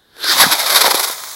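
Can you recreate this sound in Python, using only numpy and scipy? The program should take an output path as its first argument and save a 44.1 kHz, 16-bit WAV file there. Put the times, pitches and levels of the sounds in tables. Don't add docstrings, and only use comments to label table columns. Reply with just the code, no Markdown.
import sys
import numpy as np
from scipy import signal
from scipy.fft import rfft, irfft
from scipy.io import wavfile

SR = 44100
rng = np.random.default_rng(int(sys.argv[2]) if len(sys.argv) > 2 else 0)


def file_out(sig):
    cols = np.atleast_2d(sig).T
    lim = np.clip(cols, -1, 1)
    pcm = np.round(lim * 32767).astype(np.int16)
    wavfile.write(sys.argv[1], SR, pcm)


N = 59535
T = np.arange(N) / SR

# f/Hz, relative density/dB
RUSH_SPECTRUM = [(29, -59), (50, -24.5), (256, -39), (375, -19), (538, -8), (701, -7), (870, -3),
                 (1110, -1.5), (1470, -2.5), (1830, -4.5), (2020, -3), (2380, -4.5), (2820, -10.5),
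                 (3580, -1), (3950, -0.5), (4670, -1), (7020, -12.5), (8110, -8), (9140, -15.5),
                 (10300, -5.5), (11300, -2), (13400, -12.5), (15500, -21)]


def from_db(db):
    return 10 ** (np.asarray(db) / 20)


def unit_rms(x):
    return x / np.sqrt(np.mean(x ** 2) + 1e-20)


def in_time(rows):
    times, *columns = np.transpose(rows)
    return [np.interp(T, times, column) for column in columns]


def coloured(noise, spectrum):
    hz, db = np.transpose(spectrum)
    bin_hz = np.maximum(np.arange(N // 2 + 1) * SR / N, 1)
    gain = from_db(np.interp(np.log(bin_hz), np.log(hz), db))
    return unit_rms(irfft(rfft(noise) * gain, N))


def butterworth(x, kind, hz, order=2):
    return signal.sosfilt(signal.butter(order, hz, kind, fs=SR, output="sos"), x)


def split(x, hz):
    low = signal.sosfiltfilt(signal.butter(3, hz, fs=SR, output="sos"), x)
    return low, x - low


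def evening_air():
    # f/Hz, relative density/dB
    air_spectrum = [(15, -38), (25, -16), (113, -32), (144, -4), (160, 3), (313, 2), (433, -35), (552, -2),
                    (631, -7), (1490, -8.5), (2700, -22), (3630, -6), (6050, -24), (12200, -14),
                    (15500, -30)]
    rise_db_per_s, full_at_s = 29, 0.17
    rumble = unit_rms(butterworth(rng.standard_normal(N), "low", hz=68))
    rumble_db = -55 + rise_db_per_s * np.minimum(T - full_at_s, 0)
    hiss = coloured(rng.standard_normal(N), air_spectrum)
    return from_db(-61.5) * hiss + from_db(rumble_db) * rumble


def turbulence():
    cracks_per_s, spread_db = 2500, 2
    sizes = from_db(spread_db * np.minimum(rng.exponential(1, N), 5))
    signs = rng.choice([-1, 1], N)
    cracks = unit_rms(sizes * signs * (rng.random(N) < cracks_per_s / SR))
    return coloured(rng.standard_normal(N) + from_db(-6.5) * cracks, RUSH_SPECTRUM)


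def jet():
    # t/s, level/dB, extra low roar/dB, extra top sizzle/dB
    burn = [(0, -75, 25.5, -6), (.12, -59.5, 11, -7), (.2, -42.5, 12, 4), (.25, -30, 4, 3),
            (.3, -13, -6.5, -6), (.36, -19, 7.5, -2.5), (.44, -12, 4, -2.5), (.49, -18, 4.5, -5),
            (.57, -21, -1.5, -2), (.64, -20.5, -2, -3), (.73, -18, -2, -1), (.85, -16, 13, -5),
            (.94, -25.5, 16.5, -0.5), (.948, -20, 10.5, -1), (1.01, -21.5, 10, 0), (1.08, -25.5, 4, 1.5),
            (1.16, -31, 5, 0), (1.35, -33.5, -1, 2)]
    # t/s, surge of the hiss band/dB, half-width/s
    turns = [(0.408, 9.5, 0.02), (.527, 11.5, .012), (0.602, 9.5, 0.01), (0.671, 6.5, 0.0082),
             (0.708, 8, 0.011), (0.763, 10.5, 0.014), (0.817, 12, 0.0084), (.867, 9, .011),
             (0.912, 13, 0.0084), (0.953, 8, 0.0077), (1.002, 8, 0.0094), (1.039, 10, 0.0076),
             (1.082, 6, 0.0065), (1.12, 4, 0.013)]
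    level_db, roar_db, sizzle_db = in_time(burn)
    surge_db = sum(db * np.exp(-.5 * ((T - at) / width) ** 2) for at, db, width in turns)
    flutter_db = 1.64 * unit_rms(butterworth(rng.standard_normal(N), "low", hz=73))
    roar, rest = split(turbulence(), hz=810)
    rush, rest = split(rest, hz=2770)
    hiss, sizzle = split(rest, hz=6100)
    beamed = (roar * from_db(roar_db + 0.31 * surge_db)
              + (rush + hiss) * from_db(surge_db)
              + sizzle * from_db(sizzle_db + 1.192 * surge_db))
    return from_db(level_db + flutter_db) * beamed


def with_ground_echo(direct):
    # t/s, lag/ms
    climb = [(.2, 0.61), (.27, 0.68), (.31, 0.47), (.35, 1.1), (.39, 1), (.45, 1.17), (.6, 1.37),
             (.72, 1.9), (.85, 2.11), (1.0, 2.65), (1.35, 3.44)]
    lag_ms, = in_time(climb)
    dull, _ = split(direct, hz=2290)
    return direct + 0.27 * np.interp(T - lag_ms / 1000, T, dull)


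def resonance(track, half_width_hz):
    hz, db = in_time(track)
    a, b = butterworth(rng.standard_normal((2, N)), "low", half_width_hz)
    phase = 2 * np.pi * np.cumsum(hz) / SR
    return from_db(db) * unit_rms(a * np.cos(phase) + b * np.sin(phase))


def flame():
    # t/s, f/Hz, level/dB
    low_rush = [(.12, 400, -65.5), (.22, 420, -43), (.29, 380, -35), (.37, 250, -38.5), (.44, 230, -29.5),
                (.49, 210, -34.5), (.535, 350, -30.5), (.6, 380, -62), (.7, 500, -41), (.85, 450, -26.5),
                (.95, 400, -35.5), (1.06, 420, -44), (1.2, 420, -55)]
    # t/s, f/Hz, level/dB
    howl = [(.1, 1600, -65), (.19, 1550, -43.5), (.25, 1550, -24.5), (.3, 1650, -20.5), (.35, 1650, -34),
            (.38, 995, -27), (.402, 1019, -16), (.425, 1500, -17), (.442, 1700, -10.5), (.463, 1200, -20),
            (.49, 900, -27.5), (.6, 750, -30), (.72, 600, -27), (.8, 602, -33), (.86, 850, -27),
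            (.92, 950, -48), (1.01, 998, -27), (1.15, 984, -46), (1.35, 1012, -44.5)]
    # t/s, f/Hz, level/dB
    ignition = [(.1, 3749, -63), (.18, 3625, -48.5), (.24, 3900, -20.5), (.275, 4610, -19.5),
                (.3, 4435, -14), (.34, 3980, -19.5), (.39, 3560, -32), (.45, 3730, -60)]
    return (resonance(low_rush, half_width_hz=75)
            + resonance(howl, half_width_hz=175)
            + resonance(ignition, half_width_hz=710))


def sparks():
    # t/s, level/dB
    trail = [(.15, -70), (.32, -20), (.6, -29.5), (1.05, -25), (1.2, -32), (1.35, -30.5)]
    # f/Hz, relative density/dB
    fizz_spectrum = [(2000, -40), (4500, -21), (6000, 2), (7300, -1), (9000, -3.5), (11000, -30),
                     (15500, 0.5)]
    level_db, = in_time(trail)
    return from_db(level_db) * coloured(rng.standard_normal(N), fizz_spectrum)


def pops():
    # t/s, level/dB, puff f/Hz, extra gain of the crack/dB
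    spits = [(.1675, -40, 700, 9.5), (.243, -19, 520, 15), (.436, -7, 540, 0), (.4635, -17, 200, 6),
             (.844, -9, 700, 1), (.848, -10, 700, -2), (.8585, -8, 1300, 0), (.880, -5, 750, -1),
             (.9115, -3, 1700, -3), (.914, -6, 900, -3), (.9445, -11, 410, 11.5), (1.099, -19, 560, -1),
             (1.237, -40, 900, 29)]
    rise_cycles, crack_decay_s = .5, .0014
    crack_noise = coloured(rng.standard_normal(N), RUSH_SPECTRUM)
    grit = rng.standard_normal(N)
    out = np.zeros(N)
    for start, db, hz, crack_db in spits:
        age = np.maximum(T - start, 0)
        swell = age * hz / rise_cycles
        roughness = .45 * unit_rms(butterworth(grit, "low", 2 * hz))
        puff = (np.sin(2 * np.pi * hz * age) + roughness) * swell * np.exp(1 - swell)
        puff = butterworth(puff + 1e-18 * grit, "high", .45 * hz)
        crack = .5 * crack_noise * (T > start) * np.exp(-age / crack_decay_s)
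        out += from_db(db) * (puff + from_db(crack_db) * crack)
    return out


def housing(x):
    # f/Hz, width/Hz, gain/dB
    bands = [(1010, 110, 1.5), (1270, 120, 1), (2034, 47, 3.5), (2745, 530, -4), (3690, 98, 4),
             (3960, 59, 0), (4420, 180, -1), (5314, 50, 5.5), (7540, 110, -4)]
    for hz, width, db in bands:
        band = signal.lfilter(*signal.iirpeak(hz, hz / width, fs=SR), x)
        x = x + (from_db(db) - 1) * band
    return x


def scene():
    mono = with_ground_echo(jet()) + flame() + sparks() + pops() + evening_air()
    return np.tile(mono, (2, 1))


def record(dry):
    ceiling, top_hz = .95, 15700
    x = housing(dry)
    rounded = x / (1 + (x / ceiling) ** 8) ** .125
    thinned = butterworth(rounded, "high", hz=120, order=1)
    return signal.sosfiltfilt(signal.ellip(8, .05, 60, top_hz, fs=SR, output="sos"), thinned)


dry = scene()
out = record(dry)
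file_out(out)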